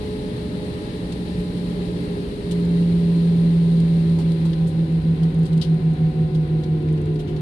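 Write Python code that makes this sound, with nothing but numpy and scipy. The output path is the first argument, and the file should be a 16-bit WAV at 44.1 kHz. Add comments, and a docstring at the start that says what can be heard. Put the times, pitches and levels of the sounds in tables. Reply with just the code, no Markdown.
"""Both jet engines of a taxiing airliner slowly spool down, heard in the cabin at a window over the wing.
Each shaft drives a hum and gearbox tones, shaped by the airframe; the pairs, a few Hz apart, beat fast.
A wandering sine makes the falling whine, and short sines pass through the drone.
Filtered noise makes the rumble and vent hiss, steady sines the fans,
and short noise bursts the creaks, ticks and knocks of the trim."""
import sys
import numpy as np
from scipy import signal
from scipy.fft import rfft, irfft, next_fast_len
from scipy.io import wavfile

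SR = 44100
rng = np.random.default_rng(int(sys.argv[2]) if len(sys.argv) > 2 else 0)


def transcribe(u):
    """Save the signal u as a 16-bit wav file named by the first command-line argument.

    u: samples, shape (n,) or (channels, n), limited to [-1, 1]; the rate is SR.
    q: integer samples, one column per channel.
    """
    v = np.clip(np.atleast_2d(u).T, -1, 1)
    q = np.round(v * 32767).astype(np.int16)
    wavfile.write(sys.argv[1], SR, q)


N = 326781
TIME = np.arange(N) / SR


def amp(db):
    """Decibels to gain."""
    return 10 ** (np.asarray(db) / 20)


def curves(rows):
    """Each column of a time table, at every sample."""
    time_s, *columns = np.transpose(rows)
    return [np.interp(TIME, time_s, column) for column in columns]


def read(points, hz, axis=1):
    """One column of a spectrum table, on a log-frequency axis."""
    table = np.transpose(points)
    return np.interp(np.log(hz + 1), np.log(table[0] + 1), table[axis])


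def tint(x, points, axis=1):
    """Filters x by a spectrum in dB."""
    size = next_fast_len(N)
    bins_hz = np.fft.rfftfreq(size, 1 / SR)
    gain = amp(read(points, bins_hz, axis=axis))
    return irfft(rfft(x, size) * gain, size)[..., :N]


def drift(rate_hz):
    """Slow random wandering of rms 1: low-passed noise."""
    knots, knot_rate_hz = 4096, 400
    bins_hz = np.fft.rfftfreq(knots, 1 / knot_rate_hz)
    slow = irfft(rfft(rng.standard_normal(knots)) / (1 + (bins_hz / rate_hz) ** 2))
    return np.interp(TIME, np.arange(knots) / knot_rate_hz, slow / slow.std())


def tone(turns, db, spread_rad=0., waver_db=0.):
    """A sine of rms level db, its level wavering, with a phase spread between two ears."""
    lag = np.array([[spread_rad], [-spread_rad]]) / 2
    level = np.sqrt(2) * amp(db + waver_db * drift(4.9))
    return level * np.sin(2 * np.pi * turns + lag)


def burst(age):
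    """Envelope that swells to 1 at half a length, then dies away; age in lengths."""
    return np.sqrt(2 * np.e * age) * np.exp(-age)


# Near engine's shaft speed. Each row: time in seconds, speed in Hz.
SHAFT_SPEED = [(0, 184.1), (1, 179.2), (4, 166.0), (6.3, 155.9), (7.41, 153.0)]
# Far shaft's extra speed, the beat rate of the hums. Each row: time in seconds, difference in Hz.
BEAT_RATE = [(0, 7.0), (2, 6.2), (4.6, 5.8), (5, 6.9), (5.5, 6.3), (6.7, 5.7), (7.41, 3.6)]
# Airframe response to the hum, a broad resonance under a sharp notch. Each row: shaft Hz, level in dB.
HUM_PATH_DB = [(153, -27), (154.2, -21), (163.5, -19.8), (167, -15.3), (171.3, -17.2), (172.5, -21.5),
               (173.1, -45), (173.8, -29.5), (176.3, -26), (177.9, -28), (179.3, -34.5), (184, -41)]
# Airframe response to the gearbox tone. Each row: tone Hz, near level in dB, far level in dB.
GEAR_PATH_DB = [(352, -38, -34), (362, -44, -35), (378, -60, -39.5), (387, -39.5, -42), (392, -47, -39),
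                (401, -37.5, -37.5), (409, -43, -32.5), (422, -33, -38), (431, -37, -42), (435, -37, -58)]
# Airframe response to its octave. Each row: octave Hz, near level in dB, far level in dB.
OCTAVE_PATH_DB = [(705, -57, -56), (718, -62, -56), (728, -53, -57), (746, -62, -50), (762, -58, -58),
                  (781, -62, -55), (795, -64, -67), (843, -53, -64), (880, -60, -66)]
# Airframe response to its fourth multiple, both engines. Each row: tone Hz, level in dB.
FOURTH_PATH_DB = [(1420, -68), (1490, -65.5), (1560, -72), (1750, -76)]
OPPOSED_AT_S = 5.325  # the two hums are half a turn apart
GEAR_RATIO = 2.303  # gearbox tone per shaft turn
# The far hum gets through best near one frequency, fading to a floor on either side.
FAR_BEST_HZ, FAR_WIDTH_HZ = 164, 5.9
FAR_BEST_DB, FAR_FLOOR_DB = -2.5, -18.5
# Offsets on the path levels: (gearbox tone, octave).
NEAR_GEAR_DB, FAR_GEAR_DB = (-0.56, -0.4), (-0.2, 0.2)


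def engines():
    """Two slowing shafts, a few Hz apart, beat, and swell as they cross the airframe's resonances."""
    [near_hz], [beat_hz] = curves(SHAFT_SPEED), curves(BEAT_RATE)
    far_hz = near_hz + beat_hz
    near_turns, lead_turns = np.cumsum(near_hz) / SR, np.cumsum(beat_hz) / SR
    far_turns = near_turns + lead_turns - np.interp(OPPOSED_AT_S, TIME, lead_turns) + .5
    far_peak = np.exp(-((far_hz - FAR_BEST_HZ) / FAR_WIDTH_HZ) ** 2)
    far_db = FAR_FLOOR_DB + (FAR_BEST_DB - FAR_FLOOR_DB) * far_peak
    shafts = [(near_turns, near_hz, 0, *NEAR_GEAR_DB), (far_turns, far_hz, far_db, *FAR_GEAR_DB)]
    out = np.zeros((2, N))
    for column, (turns, hz, hum_db, gear_db, octave_db) in enumerate(shafts, 1):
        gear, gear_hz = GEAR_RATIO * turns, GEAR_RATIO * hz
        hum_db = hum_db + read(HUM_PATH_DB, hz)
        gear_db = gear_db + read(GEAR_PATH_DB, gear_hz, axis=column)
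        octave_db = octave_db + read(OCTAVE_PATH_DB, 2 * gear_hz, axis=column)
        fourth_db = read(FOURTH_PATH_DB, 4 * gear_hz)
        out += tone(turns, hum_db, spread_rad=.12, waver_db=.15) * amp([[-.6], [.5]])
        out += tone(gear, gear_db, spread_rad=.67, waver_db=1.5)
        out += tone(2 * gear, octave_db, spread_rad=.7, waver_db=2.5) * amp([[1.5], [-1.5]])
        out += tone(4 * gear, fourth_db, spread_rad=.89, waver_db=.5)
    return out


# Whine sinking ever faster as the aircraft slows.
# Each row: time in seconds, pitch in Hz, level in dB before ear balance.
WHINE_GLIDE = [(0, 598, -48.5), (2.4, 588, -50), (4.1, 571, -51), (6.25, 510, -57), (6.42, 495, -43),
               (6.7, 466, -47), (6.87, 450, -38.5), (7.15, 422, -34), (7.41, 398, -36.5)]
WANDER_HZ, WANDER_HZ_PER_HZ_FALLEN = .4, .006


def whine():
    """A sinking tone whose pitch grows unsteady as it falls."""
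    hz, db = curves(WHINE_GLIDE)
    unsteady_hz = WANDER_HZ + WANDER_HZ_PER_HZ_FALLEN * (hz[0] - hz)
    turns = np.cumsum(hz + unsteady_hz * drift(15)) / SR
    return tone(turns, db, spread_rad=.5, waver_db=1.2) * amp([[1.1], [-1.1]])


# Brief tones and low hull booms that surface from the drone.
# Each row: start in seconds, end in seconds, start Hz, end Hz, level at mid-way in dB.
PASSING_GLIDES = [(0, .8, 191, 188, -37), (0, 1.7, 169, 166, -35.5), (0, 2.4, 1820, 1780, -64.5),
                  (.9, 3.4, 291, 285, -40.5), (3.4, 6.4, 90, 90, -39), (3.9, 5.1, 331, 324.6, -37.5),
                  (4.1, 5, 540, 520, -54), (5.1, 5.6, 452, 429, -42), (6.3, 7.41, 334, 305.5, -38.5),
                  (6.55, 7.2, 90, 90, -33)]


def passing_tones():
    """Short glides and booms: sines that fade in and out."""
    out = np.zeros((2, N))
    for start_s, end_s, start_hz, end_hz, db in PASSING_GLIDES:
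        progress = np.clip((TIME - start_s) / (end_s - start_s), 0, 1)
        fade = 2 * np.sqrt(progress * (1 - progress))
        hz = start_hz + (end_hz - start_hz) * progress + .71 * drift(4.7)
        out += fade * tone(np.cumsum(hz) / SR, db, spread_rad=.16, waver_db=2.3)
    return out


# Correlation between the ears, negative where opposed. Each row: frequency in Hz, correlation -1 to 1.
EAR_LIKENESS = [(60, 1), (160, 0.92), (260, 0.9), (420, 0.94), (650, 0.0099), (1050, -0.53), (1700, -0.35),
                (2700, 0.14), (11000, -0.073)]


def noise_pair():
    """White noise of 0 dB per Hz at two ears: alike in the bass, partly opposed or unrelated above."""
    size = next_fast_len(N)
    first, second = rfft(rng.standard_normal((2, size)))
    same = np.clip(read(EAR_LIKENESS, np.fft.rfftfreq(size, 1 / SR)), -1, 1)
    right = same * first + np.sqrt(1 - same ** 2) * second
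    return irfft(np.array([first, right]), size)[:, :N] * np.sqrt(SR / 2)


# Wheel and engine roar through the hull, before easing. Each row: frequency in Hz, density in dB per Hz.
RUMBLE_SPECTRUM = [(15, -77), (25, -67), (40, -58.5), (60, -51), (88, -54.5), (120, -52.5), (200, -54),
                   (290, -55), (360, -59.5), (460, -63.5), (560, -69.5), (640, -75.5), (850, -79),
                   (1150, -91.5), (2500, -110)]
# Air flow easing with the engines; each layer scales it. Each row: time in seconds, unscaled dB.
FLOW_EASING = [(0, -0.5), (1.5, -0.45), (3, -1), (4, -1.35), (5, -3.5), (6, -4.5), (7.41, -6)]


def rumble():
    """Low roar of wheels and exhaust, swaying gently; the upper part eases with the engines."""
    [flow_db] = curves(FLOW_EASING)
    roar = tint(noise_pair(), RUMBLE_SPECTRUM)
    wheels = signal.sosfiltfilt(signal.butter(2, 170, fs=SR, output="sos"), roar)
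    exhaust = (roar - wheels) * amp(.53 * flow_db + .34)
    sway_db = .5 * drift(3.2) + np.array([[-.3], [.3]])
    return (wheels + exhaust) * amp(sway_db)


# Vent hiss before easing. Each row: frequency in Hz, left density in dB per Hz, right density in dB per Hz.
VENT_SPECTRUM = [(397, -78.5, -90.5), (770, -74.5, -81.5), (1430, -82, -82), (1970, -76.5, -82),
                 (2470, -79.5, -87.5), (3500, -77, -90), (4065, -73.5, -87), (5000, -83.5, -94.5),
                 (6400, -97.5, -95.5), (8000, -103, -90.5), (9070, -99, -84.5), (10100, -104, -90.5),
                 (11400, -99, -93.5), (12200, -101, -99.5)]


def vents():
    """Hiss of the cabin air; its top fades faster than its body when the flow eases."""
    [flow_db] = curves(FLOW_EASING)
    left, right = noise_pair()
    air = np.array([tint(left, VENT_SPECTRUM, axis=1), tint(right, VENT_SPECTRUM, axis=2)])
    body = signal.sosfiltfilt(signal.butter(2, 2800, fs=SR, output="sos"), air)
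    body_db = .41 * flow_db + .87 * drift(8.7)
    top_db = 1.86 * flow_db + .5 * drift(13)
    return body * amp(body_db) + (air - body) * amp(top_db)


def cabin(x, echo_db=-10.5, count=8):
    """Reflections 1 to 20 ms off wall, seats and ceiling ripple the spectrum, differently at each ear."""
    out = x.copy()
    echo_gain = amp(echo_db) / np.sqrt(count)
    for ear in range(2):
        for delay in rng.integers(SR // 1000, SR // 50, count):
            sign = rng.choice([-1, 1])
            out[ear] += sign * echo_gain * np.roll(x[ear], delay)
    return out


# Cabin fans and electrics.
# Each row: pitch in Hz, left level in dB, right level in dB, phase between the ears in radians.
FAN_TONES = [(504.5, -50, -50, .4), (842.5, -57, -63, -2.6), (914.5, -63, -56, -2.3),
             (1009, -62, -61, -1.3), (1041, -65, -69, 1.5), (1317, -67, -71, 2), (1388, -71, -73, 2),
             (2690, -65, -74, 1.5), (2777, -67, -73, 1.5), (4048, -68, -78, 1.5), (6428, -80, -84, 1)]


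def fans():
    """Steady machine tones, each wavering a little in pitch and level."""
    out = np.zeros((2, N))
    for hz, left_db, right_db, phase_rad in FAN_TONES:
        turns = np.cumsum(hz + 1.2 * drift(4)) / SR
        out += tone(turns, 0, spread_rad=phase_rad, waver_db=2.2) * amp([[left_db], [right_db]])
    return out


# Louder creaks, levels before ear balance.
# Each row: start in seconds, length in seconds, body level in dB, fizz level in dB.
CREAK_EVENTS = [(1.121, 0.0067, -36.5, -42.5), (2.51, 0.0089, -37, -36), (3.801, 0.0035, -42, -46),
                (4.185, .02, -43.5, -47.5), (4.317, .004, -43, -45), (4.451, 0.011, -44, -47),
                (4.531, .005, -37.5, -56), (4.669, .015, -55, -43.5), (5.23, .0074, -42.5, -48),
                (5.453, .012, -43.5, -44.5), (5.53, .0045, -43, -48), (5.575, 0.0034, -44, -44),
                (5.613, 0.0088, -28, -38.5), (5.624, 0.022, -40, -52), (6.346, 0.011, -43, -51),
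                (6.634, .007, -39.5, -53), (7.157, .005, -46, -53), (7.197, .0097, -53, -48)]


def slips(db_column, colour):
    """Stick-slip grit: noise of jumping level, in one colour, in bursts that swell and die."""
    force = np.zeros(N)
    for (start_s, length_s, *_), db in zip(CREAK_EVENTS, db_column):
        start = round(start_s * SR)
        age = np.maximum(TIME[start:][:SR // 4] - start_s, 0) / max(length_s, .001)
        force[start:][:len(age)] += amp(db) * burst(age)
    # one random level per 32 samples
    grains = np.repeat(amp(1.5 * rng.standard_normal(N // 32 + 1)), 32)[:N]
    grit = tint(rng.standard_normal((2, N)) * grains, colour)
    return force * grit / grit.std()


# Colour of a creak's body. Each row: frequency in Hz, relative level in dB.
BODY_COLOUR = [(1200, -22), (2500, -14.5), (2950, 4.5), (4500, 2), (5600, -6), (6800, -15.5), (7500, -24),
               (12000, -26.5)]
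# Colour of a creak's fizz, and of the ticks. Each row: frequency in Hz, relative level in dB.
FIZZ_COLOUR = [(3000, -16.5), (6000, -6.5), (8000, -1.5), (9400, 2), (11000, -11), (12000, -5.5)]


def trim():
    """Plastic panels creak as the hull flexes: the body sounds to the left, the fizz to the right."""
    _, _, body_db, fizz_db = np.transpose(CREAK_EVENTS)
    body = slips(body_db, BODY_COLOUR) * amp([[.1], [-13]])
    fizz = slips(fizz_db, FIZZ_COLOUR) * amp([[-9], [.1]])
    return body + fizz


def faint_ticks(per_s=4.9, tick_db=-47.0, ring_s=.004):
    """The panels tick softly at random moments: decaying noise; tick_db is before ear balance."""
    slip = (rng.random(N) < per_s / SR) * rng.uniform(.3, 1, N)
    force = signal.lfilter([1], [1, -np.exp(-1 / (ring_s * SR))], slip)
    grit = tint(rng.standard_normal((2, N)), FIZZ_COLOUR)
    return amp(tick_db) * force * grit / grit.std() * amp([[-5], [2.5]])


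# Knocks and rattles of loose fittings.
# Each row: start in seconds, resonance in Hz, length in seconds, level in dB, left minus right in dB.
KNOCK_EVENTS = [(4.182, 760, .016, -39, 0), (4.445, 940, .014, -42, 0), (4.531, 1900, .005, -46, 2),
                (5.222, 740, .014, -44, 0), (6.635, 2100, .008, -51, 4), (6.886, 2400, .004, -45, 6),
                (6.975, 2700, .005, -47, 6), (7.191, 3300, .01, -46, 8), (7.272, 3100, .022, -49, 8),
                (7.362, 3700, .007, -47, 8)]


def knocks():
    """Each loose fitting rattles briefly: a noise burst in one broad resonance."""
    out = np.zeros((2, N))
    for start_s, hz, length_s, db, pan_db in KNOCK_EVENTS:
        ring = signal.lfilter(*signal.iirpeak(hz, 5, SR), rng.standard_normal((2, N)))
        age = np.clip((TIME - start_s) / length_s, 0, 20)
        ear_db = db + pan_db * np.array([[.5], [-.5]])
        out += amp(ear_db) * burst(age) * ring / ring.std()
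    return out


def scene():
    """Everything heard at the window seat."""
    machines = engines() + whine() + passing_tones() + fans()
    air = rumble() + cabin(vents())
    fittings = trim() + faint_ticks() + knocks()
    return machines + air + fittings


EDGE_HZ = 12080


def record(dry):
    """Band limit: a steep linear-phase low-pass."""
    lowpass = signal.firwin(1023, EDGE_HZ, window=("kaiser", 9), fs=SR)
    return signal.oaconvolve(dry, lowpass[None], "same")


dry = scene()
out = record(dry)
transcribe(out)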